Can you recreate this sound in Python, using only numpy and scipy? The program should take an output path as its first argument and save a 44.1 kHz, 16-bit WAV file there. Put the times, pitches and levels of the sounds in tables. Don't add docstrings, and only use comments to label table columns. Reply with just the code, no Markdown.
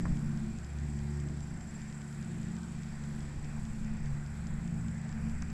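import sys
import numpy as np
from scipy import signal
from scipy.fft import rfft, irfft
from scipy.io import wavfile
from scipy.ndimage import uniform_filter1d

SR = 44100
rng = np.random.default_rng(int(sys.argv[2]) if len(sys.argv) > 2 else 0)


def to_linear_factor(level_db):
    exponent = np.asarray(level_db, float) / 20
    return 10 ** exponent


def wav_out(sig):
    wavfile.write(sys.argv[1], SR, np.round(np.clip(np.atleast_2d(sig).T, -1, 1) * 32767).astype(np.int16))


N = 243855

# time_s, firing_hz
HIGH_MOTOR_HZ = [(0, 71.9), (.9, 72.05), (3.4, 72.1), (3.7, 72.35), (5.53, 72.4)]
LOW_MOTOR_HZ = [(0, 57.75), (2, 57.5), (3, 57.3), (4.3, 56.95), (5.53, 56.65)]
# time_s, level_db, brightness_db per multiple
HIGH_MOTOR_CARRY = [(0, -41, 1.4), (1.1, -42.5, 1.3), (1.93, -45, 0.36), (3.6, -44.5, -0.57),
                    (5.53, -43, -2.5)]
LOW_MOTOR_CARRY = [(0, -41, 1.3), (.68, -45.5, 0.4), (2.12, -52.5, -0.1), (2.27, -44, -1.2), (4.0, -56, 2),
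                   (4.81, -39, -2), (5.13, -48.5, -3), (5.53, -44.5, 0.5)]
HIGH_ORDERS = {1: -2.2, 2: 0, 3: -3.5, 4: -25.5, 5: -24}
LOW_ORDERS = {2: -5.5, 3: 0, 4: -3.5, 5: -15.5, 6: -21}
HIGH_FADES = {1: [(.3, -3.5, .45), (.82, 3, 0.11), (1.08, 5.5, 0.53), (1.88, -7.6, 0.43), (2.64, -4.3, 0.6),
              (3.92, -4.9, .32), (4.56, 4.5, 0.19), (5.08, -8, 0.16)], 2: [(.64, -10, 0.17), (1.12, 4, 0.3),
              (1.65, -4.5, 0.18), (2.64, -7, .15), (2.95, 3, 0.35), (5.4, -3, .2)], 3: [(.72, -15.5, .22),
              (1.48, -11.5, .22), (2.5, 4, .2), (3.1, 4.5, 0.21), (3.38, -7, 0.12), (3.88, 6, 0.34)],
              4: [(.5, 6, .3), (1.3, 8, .4), (1.95, -10, .2), (2.42, 14, 0.22), (3.3, 7, 0.32)],
              5: [(.62, -11, 0.35), (1.12, 8, .4), (2.3, 6.5, 0.25), (3.2, 8, .2)]}
LOW_FADES = {2: [(3.08, -12, 0.49), (3.8, 11, 0.16), (5.52, -8, .45)], 3: [(.72, -8.7, 0.18),
             (1.0, -21, .22), (1.55, 4.5, .2), (2.6, 3.5, 0.33), (4.16, -16, 0.17)], 4: [(.03, -4.5, .15),
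             (.45, 1, .3), (.68, -9.5, 0.14), (1.08, -17, .15), (1.98, -9, 0.12), (3.72, 9.5, 0.12),
             (4.28, -11, 0.3), (5.3, 6.5, 0.21)], 5: [(.3, -8, .1), (.78, -4, .15), (1.95, -9.5, 0.27),
             (2.9, -9, .25), (4.3, -13, .4), (4.75, 4, .2), (5.45, 1.5, .3)], 6: [(.45, 6.5, 0.25),
             (1.5, 5, 0.18), (2.38, 8.5, 0.37), (4.8, 5, 0.17), (5.15, -8, 0.3)]}
# start_s, peak_db, pitch_hz, t60_s, rattle_db
KNOCKS = [
    (.054, -31, 1150, 0.024, -37),
    (.066, -52, 900, 0.033, -41.5),
    (.116, -55, 1200, 0.027, -50),
    (5.4216, -37, 6300, 0.011, -42),
    (5.4246, -33, 1594, 0.024, -43.5),
]
# time_s, strength_db
WIND = [(0, -37.5), (.3, -42.5), (.6, -48), (.75, -55), (.95, -46), (1.2, -58), (1.68, -50.5),
        (1.95, -55.5), (2.3, -47), (2.85, -56.5), (3.05, -48.5), (3.7, -40), (4.15, -37.5), (4.33, -48),
        (4.5, -39.5), (5.02, -50), (5.25, -42.5), (5.53, -43.5)]
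# centre_s, change_db, length_s
PUFFS = [
    (0, 8.5, 0.28),
    (1.3, 7.5, .12),
    (3.3, 3, .2),
]
# frequency_hz, density_db per Hz
RUMBLE = [(40, -25), (60, 1), (120, -1), (210, -1.5), (240, -12), (270, -30)]
FLUTTER = [(220, -26), (250, 1.5), (330, -4.5), (450, -10.5), (650, -13.5), (1400, -30)]
# strokes_per_s, first_stroke_s, stroke_ms, wing_hz, width_hz, level_db
TRILLS = [
    (29.67, 0.0254, 5.6, 7650, 1340, -70),
    (16.17, 0.04, 36, 7750, 210, -74),
    (15.22, 0.052, 18, 7405, 66, -73.5),
]
# time_s, first_db, second_db, third_db
TRILL_SWELL = [(0, 2, -10, -9), (.5, 0, -15, 1.5), (1.2, 2.5, 2, 0.5), (1.8, 2, 0, 9),
               (2.3, 2.5, -0.5, -14), (3.2, 1, 5.5, -4), (4, 0.5, -7, -3), (4.8, 2, 3, -2), (5.53, 1, 3, 1)]
TICKS = [.17, .374, .5856, .786, 0.99, 1.1992, 1.4052, 1.6095, 1.8168, 2.0166, 2.2256, 2.4298, 2.6317,
         2.8325, 3.037, 3.4445, 3.6516, 4.0582, 4.262, 4.469, 4.6766, 4.883, 5.0915, 5.296, 5.501]
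SLOW_BEATS = [0, 1, 2, 3, 4, 5, 6, 8]
# start_s, level_db
STRAY_TICKS = [
    (1.8981, -47),
    (2.1263, -44),
    (3.2286, -48),
]
# pitch_hz, level_db, t60_s
TICK_MODES = [(3500, -4, .005), (4300, -4, .004), (5000, 0, .005), (5600, -3, .004), (7050, -5, .007)]
# frequency_hz, density_db per Hz
TRAFFIC = [(250, -12), (400, -5.5), (600, -7.5), (745, -1.5), (900, -4.5), (1250, -7), (1540, -2.5),
           (1700, -5), (1880, -3), (2150, -8), (2450, -8), (2750, -15.5), (3000, -22.5), (3300, -51)]
REEDS = [(1650, -29), (2800, -10.5), (3110, -6.5), (4050, -8.5), (4860, -5.5), (6470, -9), (7660, -3),
         (8020, -0.5), (8720, -17), (9680, -14), (12300, -23.5), (12900, -19), (13200, -36)]

CALM_DB = -48
BUFFET_DB, RUMBLE_DB, FLUTTER_DB = -48.5, -50, -59
RUMBLE_SHARE, FLUTTER_SHARE = .55, 0.17
RATTLE_WIDTH_HZ, RATTLE_SPREAD = 1030, 0.5
TICK_DB, SLOW_DB = -41.5, -42
SLOW_FIRST_S, SLOW_PERIOD_S = .0054, .64
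CHORUS_DB, TRAFFIC_DB, REEDS_DB = -71, -56.5, -63


def curve(table):
    s, *columns = np.transpose(table)
    return [np.interp(np.arange(N) / SR, s, c) for c in columns]


def bumps(rows):
    t = np.arange(N) / SR
    return sum(db * np.exp(-2 * ((t - s) / long_s) ** 2) for s, db, long_s in rows)


def unit(x):
    return x / np.sqrt(np.mean(x ** 2))


def walk(rate):
    k = int(SR / rate)
    held = np.repeat(rng.standard_normal(N // k + 1), k)
    slewed = uniform_filter1d(uniform_filter1d(held, k), k)
    return unit(slewed[:N])


def coloured(points):
    hz, db = np.transpose(points)
    log_hz = np.log(np.arange(N // 2 + 1) * SR / N + 1e-9)
    gain = to_linear_factor(np.interp(log_hz, np.log(hz), db, -200, -200))
    return irfft(rfft(rng.standard_normal(N)) * gain, N)


def band(hz, width_hz):
    bins_hz = np.arange(N // 2 + 1) * SR / N
    resonance = 1 + (2 * (bins_hz - hz) / width_hz) ** 4
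    return unit(irfft(rfft(rng.standard_normal(N)) / resonance, N))


def add(out, s, sound):
    i = int(s * SR)
    out[i:i + len(sound)] += sound[:N - i]


def ring(hz, t60, contact_s=.00015):
    t = np.arange(int(t60 * SR)) / SR
    return np.sin(2 * np.pi * hz * t) * (1 - np.exp(-t / contact_s)) ** 2 * 1000. ** (-t / t60)


def motors():
    high = motor(HIGH_MOTOR_HZ, HIGH_ORDERS, overtones(HIGH_MOTOR_CARRY, HIGH_ORDERS, HIGH_FADES))
    low = motor(LOW_MOTOR_HZ, LOW_ORDERS, overtones(LOW_MOTOR_CARRY, LOW_ORDERS, LOW_FADES))
    return high + low


def motor(firing_hz, multiples, levels_db):
    phase = 2 * np.pi * np.cumsum(curve(firing_hz)[0]) / SR
    gust = np.clip((curve(WIND)[0] + 55) / 15, 0, 1)
    wobble_rad, shake_db = .25 + .4 * gust, 1.2 + 1.8 * gust
    out = np.zeros(N)
    for k, db in zip(multiples, levels_db):
        level = np.sqrt(2) * to_linear_factor(db + shake_db * walk(14))
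        start_phase = 2 * np.pi * rng.random()
        out += level * np.sin(k * phase + start_phase + np.sqrt(k / 2) * wobble_rad * walk(10))
    return out


def overtones(carry, orders, fades):
    level_db, tilt_db = curve(carry)
    middle = sorted(orders)[1]
    return [level_db + db + (k - middle) * tilt_db + bumps(fades[k])
            for k, db in orders.items()]


def knocks():
    out = np.zeros(N)
    for s, db, hz, t60, rattle_db in KNOCKS:
        for ratio, mode_db in ((.75, -5), (1, 0), (1.18, -5), (1.4, -10)):
            add(out, s, to_linear_factor(db - 5 + mode_db) * ring(hz * ratio, t60, contact_s=.0005))
        t = np.arange(int(t60 * SR)) / SR
        envelope = (1 - np.exp(-t / 0.00021)) * 1000. ** (-t / t60)
        rattle = band(hz, RATTLE_WIDTH_HZ + RATTLE_SPREAD * hz)[:len(t)]
        add(out, s, to_linear_factor(rattle_db) * rattle * envelope)
    return out


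def wind():
    gust_db = curve(WIND)[0] - CALM_DB
    lumps = walk(16)
    buffet_db = BUFFET_DB + gust_db + 2.5 * walk(6.08) + 2.7 * lumps
    rumble_db = RUMBLE_DB + RUMBLE_SHARE * gust_db + 2.0 * lumps
    flutter_db = FLUTTER_DB + FLUTTER_SHARE * gust_db + bumps(PUFFS)
    flutter_db = flutter_db - 2.0 + 0.64 * lumps + 0.67 * walk(14)
    buffet = unit(coloured([(5, 1), (11, 1), (20, -3.5), (35, -4), (55, -9.0), (70, -32)]))
    return (to_linear_factor(buffet_db) * buffet
            + to_linear_factor(rumble_db) * unit(coloured(RUMBLE))
            + to_linear_factor(flutter_db) * unit(coloured(FLUTTER)))


def ticks():
    out = np.zeros(N)
    uneven = [(s, TICK_DB) for s in TICKS]
    strict = [(SLOW_FIRST_S + SLOW_PERIOD_S * k, SLOW_DB) for k in SLOW_BEATS]
    rows = uneven + strict + STRAY_TICKS
    chance = rng.standard_normal((len(rows), 2, len(TICK_MODES)))
    for (s, db), (detune, size) in zip(rows, chance):
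        for (hz, mode_db, t60), d, z in zip(TICK_MODES, detune, size):
            sound = to_linear_factor(db + mode_db + .8 * z) * ring(hz * (1 + .01 * d), t60)
            add(out, s + 0.000785, sound)
            add(out, s + .0021, to_linear_factor(-5) * sound)
    return out


def insects():
    t = np.arange(N) / SR
    out = to_linear_factor(CHORUS_DB + 0.58 * walk(24)) * band(7460, 810)
    for (rate, first, ms, hz, width_hz, db), swell_db in zip(TRILLS, curve(TRILL_SWELL)):
        turn = ((t - first) * rate + 0.04 * walk(2.93) + .5) % 1 - .5
        stroke = unit(np.exp(-.5 * (turn / rate / (ms / 2000)) ** 2))
        out = out + to_linear_factor(db + swell_db + 1.0 * walk(rate)) * stroke * band(hz, width_hz)
    return out


def wash(points, level_db, flicker_db=1.25):
    hz, db = np.transpose(points)
    out, swell = 0, walk(1.2)
    for low_hz in 200 * 2 ** np.arange(0, 6.5, .5):
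        edges_hz = np.geomspace(low_hz, low_hz * np.sqrt(2), 12)
        edges_db = np.interp(np.log(edges_hz), np.log(hz), db, -200, -200)
        part = coloured(np.c_[edges_hz, edges_db])
        out = out + part * to_linear_factor(0.79 * swell + flicker_db * walk(12))
    return to_linear_factor(level_db) * unit(out)


def scene():
    near = knocks() + wind() + ticks() + insects()
    background = wash(TRAFFIC, TRAFFIC_DB) + wash(REEDS, REEDS_DB, flicker_db=1.2)
    return (motors() + near + background)[None]


def low_pass(x):
    return signal.sosfilt(signal.butter(12, 13370, fs=SR, output="sos"), x)


def record(dry):
    return low_pass(dry)


dry = scene()
out = record(dry)
wav_out(out)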